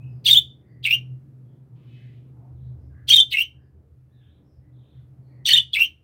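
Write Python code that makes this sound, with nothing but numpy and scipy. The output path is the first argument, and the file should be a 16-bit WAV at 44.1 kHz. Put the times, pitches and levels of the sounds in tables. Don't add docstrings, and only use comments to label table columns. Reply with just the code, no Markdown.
import sys
import numpy as np
from scipy import signal
from scipy.fft import rfft, irfft, next_fast_len
from scipy.io import wavfile
from scipy.ndimage import map_coordinates

SR = 44100
rng = np.random.default_rng(int(sys.argv[2]) if len(sys.argv) > 2 else 0)


def attenuation_scalar(level_db):
    decades = np.asarray(level_db, float) / 20
    return 10 ** decades


def file_out(sig):
    cols = np.atleast_2d(sig).T
    lim = np.clip(cols, -1, 1)
    pcm = np.round(lim * 32767).astype(np.int16)
    wavfile.write(sys.argv[1], SR, pcm)


N = 266275

# start_s, length_s, rasp_db, low_rasp_over_it_db, air_over_it_db
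HIGH_CALLS = [
    (0.253, 0.13, -0.5, -2, 7.5),
    (3.084, .122, 0.5, -6.5, -1),
    (5.459, 0.13, 1.5, 7, -4.5),
]
# start_s, length_s, rasp_db, low_rasp_over_it_db, air_over_it_db
LOW_CALLS = [
    (0.838, 0.11, -0.78, 8, 0),
    (3.314, 0.11, 0.17, 3.5, 0.11),
    (5.735, 0.1114, 0.29, 5.5, 0.76),
]
BREATH_S = 0.013


def unit(x):
    return x / np.sqrt(np.mean(x ** 2) + 1e-20)


def along(points, hz):
    f, v = np.transpose(points)
    return np.interp(np.log(hz + 1), np.log(f + 1), v)


def curves(rows, outside=None):
    s, *columns = np.transpose(rows)
    t = np.arange(N) / SR
    return np.array([np.interp(t, s, c, outside, outside) for c in columns])


def wobble(rate):
    knots = rng.standard_normal(int(N * rate / SR) + 4)
    return map_coordinates(knots, [np.arange(N) * rate / SR])


def filtered(x, gain):
    m = next_fast_len(N + 8192)
    return irfft(rfft(x, m) * gain(np.fft.rfftfreq(m, 1 / SR)), m)[:N]


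def noise(spectrum):
    return unit(filtered(rng.standard_normal(N), lambda hz: attenuation_scalar(along(spectrum, hz))))


def echoes(x, t60, gap):
    hz, t, z = signal.stft(rng.standard_normal(SR // 2), SR, nperseg=128)
    decay = attenuation_scalar(-60 * t / along(t60, hz)[:, None])
    tail = signal.istft(z * decay, SR, nperseg=128)[1]
    delayed = np.pad(x, (int(gap * SR), 0))
    return signal.fftconvolve(delayed, tail / np.linalg.norm(tail))[:N]


def hiss(swing_db):
    # frequency_hz, density_db
    hiss_spectrum = [(700, -29), (1200, -1), (2400, -8.5), (3400, -13), (7000, -18), (12500, -15.5),
                     (16000, -19)]
    return attenuation_scalar(-83 + .2 * swing_db + .9 * wobble(3.3)) * noise(hiss_spectrum)


def traffic():
    # time_s, firing_rate_hz, share_of_rumble (0-1)
    engine_pass = [(0, 17.2, .5), (.4, 18.3, .7), (.9, 20.9, .7), (1.25, 22.2, .6), (1.9, 24.3, .7),
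                   (2.3, 25.2, .6), (2.8, 24.7, .4), (3.5, 25, .08), (6.04, 25.5, .08)]
    # time_s, level_db
    road = [(0.0, -33), (0.47, -44), (0.64, -46.5), (0.82, -46.5), (1.02, -41), (1.6, -47.5), (1.93, -43.5),
            (2.72, -44.5), (3.85, -58.5), (5.35, -47), (5.92, -59), (6.04, -62.5)]
    # centre_s, width_s, thud_over_mean_db
    lorries = [
        (0, 0.47, 3.5),
        (1.799, 0.56, -10),
        (2.8, 0.44, 12),
    ]
    # frequency_hz, density_db
    thud = [(22, -40), (45, -20), (64, -9), (77, 0), (90, -10), (110, -22), (200, -80)]
    boom = [(80, -60), (108, -26), (120, -5), (128, 0), (137, -9), (150, -17), (170, -30), (260, -80)]
    roar = [(100, -40), (165, -6), (250, -10), (288, -11), (300, 0), (312, -12), (580, -23), (2500, -51),
            (5500, -120)]

    firing_hz, share = curves(engine_pass)
    share = np.clip(share, 0, 1)
    turns = np.cumsum(firing_hz * (1 + .012 * wobble(6.1))) / SR
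    firings = np.diff(np.floor(turns), prepend=0) * attenuation_scalar(0.98 * wobble(24))
    firings = echoes(firings, [(50, 0.17), (500, 1.0)], gap=0)

    t = np.arange(N) / SR
    boom_db = curves(road)[0]
    swing_db = boom_db - boom_db.mean()
    thud_db = -57.5 + sum(db * np.exp(-((t - s) / width) ** 2) for s, width, db in lorries)
    roar_db = boom_db.mean() - 11 + 0.65 * swing_db
    out = hiss(swing_db)
    for db, spectrum in zip([thud_db, boom_db, roar_db], [thud, boom, roar]):
        engine = unit(filtered(firings, lambda f: attenuation_scalar(along(spectrum, f)) / (1 + (f / 450) ** 4)))
        tyres = attenuation_scalar(1.6 * wobble(7)) * noise(spectrum)
        out += attenuation_scalar(db) * (np.sqrt(share) * engine + np.sqrt(1 - share) * tyres)
    return out


def horn():
    # multiple, level_db
    partials = [(4, -87), (5, -87), (6, -71), (7, -75), (8, -80), (9, -82), (12, -95)]
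    # time_s, level_db
    blast_points = [
        (1.74, -36.5),
        (1.76, -10.5),
        (1.95, 0),
        (2.04, -1),
        (2.17, -5.5),
        (2.24, -13),
        (2.3, -15),
        (2.36, -44),
    ]
    phase = 2 * np.pi * np.cumsum(429.6 + 1.6 * wobble(18)) / SR
    buzz = sum(attenuation_scalar(db + 3 + 4 * wobble(16)) * np.sin(k * phase) for k, db in partials)
    blur_spectrum = [(1200, -28.0), (2300, -2), (3200, -2.5), (4200, -12), (6000, -25), (11000, -31.5)]  # Hz, dB
    blur = attenuation_scalar(-68) * noise(blur_spectrum)
    blast = attenuation_scalar(curves(blast_points, outside=-89.5)[0])
    return blast * (blast * buzz + blur)


def far_calls():
    # start_s, length_s, pitch_hz, warble_hz, level_db
    chatter = [(0, 0.055, 2545, 40.4, -63), (.08, .1, 4950, 200, -83), (0.62, .2, 1956, 132.4, -75),
               (0.659, 0.079, 4710, 151.3, -88), (1.202, .1, 1700, 59.7, -90), (1.43, 0.15, 3400, 251, -87),
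               (1.615, 0.3, 1100, 200, -80), (1.912, 0.2, 1903, 220.4, -71), (2.33, 0.18, 852, 119.7, -70),
               (2.546, 0.17, 3700, 201, -83.5), (2.78, 0.098, 5000, 200.5, -88),
               (2.896, 0.16, 1637, 119.7, -69.5), (3.533, 0.13, 1700, 99.5, -79.5),
               (3.6, 0.078, 5000, 196.6, -91), (3.674, .22, 401, 49.1, -71), (4.079, 0.24, 1710, 88.6, -82),
               (4.104, 0.27, 3550, 222, -76), (4.43, 0.14, 5200, 202, -84.5), (4.6, .08, 2000, 200, -82),
               (4.719, .3, 3500, 221, -76.5), (4.918, 0.074, 1700, 589, -77.5),
               (4.152, 0.26, 2780, 598, -83.5), (5.22, 0.15, 4300, 151.3, -85),
               (5.267, 0.2, 2000, 130.3, -74.5)]
    out = np.zeros(N)
    t = np.arange(N) / SR
    tremble = wobble(380) * np.abs(wobble(83)) + 0.49 * wobble(43)
    for s, length, hz, warble_hz, db in chatter:
        u = np.clip((t - s) / length, 0, 1)
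        phase = 2 * np.pi * np.cumsum(hz + 1.3 * warble_hz * tremble) / SR
        out += attenuation_scalar(db + 4) * np.sin(np.pi * u) ** .6 * np.sin(phase)
    return 0.7 * out + echoes(out, [(1000, .4), (5000, .3)], gap=0.02)


def unrest():
    steady, raw, settle_s = .6, 1.9, .05
    t = np.arange(N) / SR
    starts = [call[0] for call in HIGH_CALLS + LOW_CALLS]
    return steady + raw * sum((t > s - BREATH_S) * np.exp(-(np.maximum(t - s, 0) / settle_s) ** 2) for s in starts)


def tune(rows):
    pull, pull_max_hz, rise_hz_per_s = .3, 200, 3500
    s, length, hz, db = np.transpose(rows)
    step = np.append(np.diff(hz) * (np.diff(s) < .1), 0)
    bend = np.clip(pull * step, -pull_max_hz, pull_max_hz) + rise_hz_per_s * length
    return list(zip(s, length, hz, bend, db))


def graces(calls, pattern):
    detune, scatter_db = .012, 1.5
    chance = iter(rng.standard_normal((len(calls) * len(pattern), 2)))
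    return [(call[0] + s, length, hz * (1 + detune * a), bend, db + scatter_db * b)
            for call in calls for (s, length, hz, bend, db), (a, b) in zip(pattern, chance)]


def warble():
    # start_s, length_s, pitch_hz, peak_db
    high_tune = [(.256, 0.014, 3600, -14.5), (.274, 0.018, 3253, -11.5), (.298, 0.0019, 3173, -11.5),
                 (.302, 0.019, 3600, -6.5), (.319, .007, 3764, -12.5), (.328, 0.014, 3687, -5),
                 (.343, 0.011, 2965, -13.5), (.353, 0.017, 3220, -11), (.369, 0.0096, 3575, -5),
                 (.382, 0.009, 3505, -8.5), (3.084, .009, 3220, -18.5), (3.1, 0.023, 3190, -10.5),
                 (3.121, 0.011, 3070, -11), (3.132, 0.017, 3673, -4), (3.157, 0.012, 3686, -7),
                 (3.166, 0.012, 3250, -11.5), (3.176, 0.021, 3130, -7.5), (3.197, 0.014, 3086, -15.5),
                 (3.2, 0.013, 3546, -5), (5.454, 0.012, 3510, -18), (5.467, .014, 3670, -19),
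                 (5.478, 0.031, 3090, -19), (5.503, .019, 2910, -11.5), (5.531, 0.0079, 3150, -10.5),
                 (5.533, 0.014, 3606, -5), (5.55, 0.0099, 3700, -12), (5.561, 0.012, 2823, -11),
                 (5.563, 0.014, 3627, -13.5), (5.579, 0.01, 2892, -12), (5.586, 0.0067, 3280, -18)]
    low_tune = [(.84, 0.0038, 3475, -22.5), (.852, 0.0062, 2815, -17.5), (.862, 0.0017, 2540, -17),
                (.874, 0.0087, 2650, -19.5), (.884, 0.0038, 2650, -17), (.9, .008, 2310, -21),
                (.908, 0.0051, 2641, -10.5), (.917, .004, 2807, -16.5), (.925, .016, 2714, -9.5),
                (.94, 0.012, 3018, -21), (3.322, 0.0079, 3024, -28.5), (3.33, 0.018, 2610, -23.5),
                (3.347, .017, 2685, -26.5), (3.357, 0.0033, 2445, -27), (3.371, 0.0031, 2674, -12.5),
                (3.382, 0.013, 2706, -12), (3.403, 0.013, 2720, -14), (3.416, 0.011, 3100, -18.5),
                (3.42, 0.0086, 2857, -26.5), (5.733, 0.012, 3440, -19), (5.745, 0.011, 2775, -20),
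                (5.765, 0.0037, 2615, -15.5), (5.781, 0.02, 2639, -17), (5.793, 0.0053, 2696, -22.5),
                (5.803, 0.016, 2661, -12), (5.819, 0.0056, 2760, -8), (5.833, 0.016, 2760, -23.5),
                (5.837, .009, 3100, -20.5)]
    # start_s, length_s, pitch_hz, bend_hz, peak_db
    high_grace = [(.008, 0.035, 4520, -100, -25.5), (.013, .008, 2910, 20, -15.5),
                  (.03, .016, 2500, -400, -28.5), (0.053, .009, 3190, 84.5, -21),
                  (0.09, .008, 3620, -71, -14.5), (.115, 0.012, 3100, 61.5, -15),
                  (.138, 0.0099, 3580, -61, -16.5)]
    low_grace = [(.001, 0.016, 4025, -500, -30.5), (.011, .012, 3282, -700, -23),
                 (.023, 0.016, 2160, 87.5, -20.5), (.07, .007, 2340, 28.5, -19),
                 (.115, .013, 2858, 296.5, -27.5)]
    # start_s, length_s, pitch_hz, bend_hz, peak_db
    neighbour = [
        (5.488, 0.0094, 2014, -36, -25.5),
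        (5.504, .006, 4510, 56, -18.5),
        (5.515, .008, 4350, -120, -17.5),
        (5.516, .012, 2037, -250, -28),
        (5.551, 0.0066, 1828, 173.5, -24),
    ]
    # multiple, level_db
    overtones = [(2, -28), (3, -38)]

    notes = tune(high_tune) + tune(low_tune) + neighbour
    notes += graces(HIGH_CALLS, high_grace) + graces(LOW_CALLS, low_grace)
    out = np.zeros(N + SR)
    quaver_hz = 45 * unrest() * wobble(400)
    flutter_db = 1.76 * unrest() * wobble(450)
    for (s, length, hz, bend, db), (start, gape) in zip(notes, rng.random((len(notes), 2))):
        first, n = round((s - .0015) * SR), round((length + 0.0032) * SR)
        span = slice(first, first + n)
        u = np.arange(n) / n
        phase = 2 * np.pi * (np.cumsum(hz + bend * u + quaver_hz[span]) / SR + start)
        arch = np.minimum(1, 1.45 * np.sin(np.pi * u ** 1.2))
        swell = np.sin(np.pi / 2 * arch) ** 2
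        bright_db = 9 * (gape - .5) + 0.6 * (db + 8.5)
        tone = np.sin(phase) + sum(attenuation_scalar(g + bright_db) * np.sin(k * phase) for k, g in overtones)
        out[span] += swell * attenuation_scalar(db + flutter_db[span]) * tone
    return out[:N]


def breath(call, layers, catch_db):
    onset_db = 46
    catch_s, catch_width_s = .063, 0.018
    s, length, db, low_db, air_db = call
    t = np.arange(N) / SR - s + BREATH_S
    top_db, top_s, drift, release = np.transpose(layers)[..., None]
    swell_db = -onset_db * (1 - t / top_s) ** 2
    shape_db = np.where(t < top_s, swell_db, drift * np.minimum(t - top_s, length))
    shape_db -= release * np.maximum(t - BREATH_S - length, 0)
    shape_db -= catch_db * np.exp(-((t - catch_s) / catch_width_s) ** 2)
    layer_db = np.array([[low_db], [0], [0], [0], [air_db]])
    return attenuation_scalar(np.maximum(top_db + db + layer_db + shape_db, -200)) * (t > 0)


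def rasp():
    # top_db, rise_s, drift_db_per_s, release_db_per_s
    high_layers = [
        (-44.5, 0.055, -120, 501),
        (-29.5, .022, -160, 600),
        (-29, 0.027, -85, 600),
        (-28, 0.028, -110, 550),
        (-41.5, .018, -25, 901),
    ]
    low_layers = [
        (-45.5, .04, -150, 490),
        (-47, 0.0096, -120, 500),
        (-40.5, 0.027, -30, 1100),
        (-55.5, .022, 90.5, 564.5),
        (-49, 0.026, 123.5, 2400),
    ]
    # centre_hz, width_hz
    rasp_bands = [
        (2307, 2100),
        (4400, 1100),
        (3260, 1600),
        (6840, 35000),
        (5910, 850),
        (8580, 1700),
    ]
    # frequency_hz, density_db
    air_spectrum = [(11000, -42.5), (11800, 0.5), (15800, -1)]

    slaps = np.sin(np.pi * np.cumsum(330 + 110 * wobble(60)) / SR) ** 2
    gains = sum(breath(c, high_layers, 0) for c in HIGH_CALLS)
    gains = gains + sum(breath(c, low_layers, 6.5) for c in LOW_CALLS)
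    low, upper, beak, overtone, air = gains
    throat = attenuation_scalar(4) * (low + upper)
    levels = [low, upper, throat, attenuation_scalar(-4) * beak, attenuation_scalar(-4.0) * overtone, attenuation_scalar(-6.5) * beak]
    out = air * attenuation_scalar(3.5 * wobble(60)) * noise(air_spectrum)
    for level, (centre, width) in zip(levels, rasp_bands):
        puffs = rng.standard_normal(N) * (.9 + slaps) * attenuation_scalar(5.5 * wobble(90))
        out += level * unit(filtered(puffs, lambda hz: 1 / (1 + (2 * (hz - centre) / width) ** 4)))
    return filtered(out, lambda hz: .05 + 1 / (1 + (1800 / (hz + 1)) ** 6))


def budgerigars():
    # frequency_hz, t60_s
    cage = [(2000, 0.14), (8000, 0.036)]
    yard = [(1500, .25), (3000, 0.28), (5000, .3), (14000, .16)]
    t = np.arange(N) / SR
    voice = attenuation_scalar(-2) * warble() + rasp()
    out = voice.copy()
    for s, length, *_ in HIGH_CALLS + LOW_CALLS:
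        call = voice * (t > s - .03) * (t < s + length + .08)
        out += attenuation_scalar(-7.5) * echoes(call, cage, gap=.003)
        out += attenuation_scalar(-23.0) * echoes(call, yard, gap=.012)
    return out


def scene():
    return (budgerigars() + far_calls() + horn() + traffic())[None]


def roll_off(x):
    return signal.sosfilt(signal.butter(12, 16530, fs=SR, output="sos"), x)


def record(dry):
    # start_s, end_s
    skip = (5.7916, 5.7944)
    # time_s, level_db
    tick = (5.8145, -27)
    # frequency_hz, gain_db
    microphone = [(25, -5), (50, -4.5), (70, 0), (100, 3), (160, 0), (300, -1.5), (700, 2), (1500, 1)]
    top_hz = 15970
    t = np.arange(N) / SR
    kept = dry * ((t < skip[0]) | (t > skip[1]))
    click = attenuation_scalar(tick[1]) * np.exp(-.5 * ((t - tick[0]) / .00008) ** 2)
    rounded = (kept + click) / (1 + np.abs(kept / .93) ** 10) ** (1 / 10)
    mix = filtered(rounded[0], lambda hz: attenuation_scalar(along(microphone, hz)) * np.clip((top_hz - hz) / 120, 0, 1))[None]
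    return roll_off(mix)


dry = scene()
out = record(dry)
file_out(out)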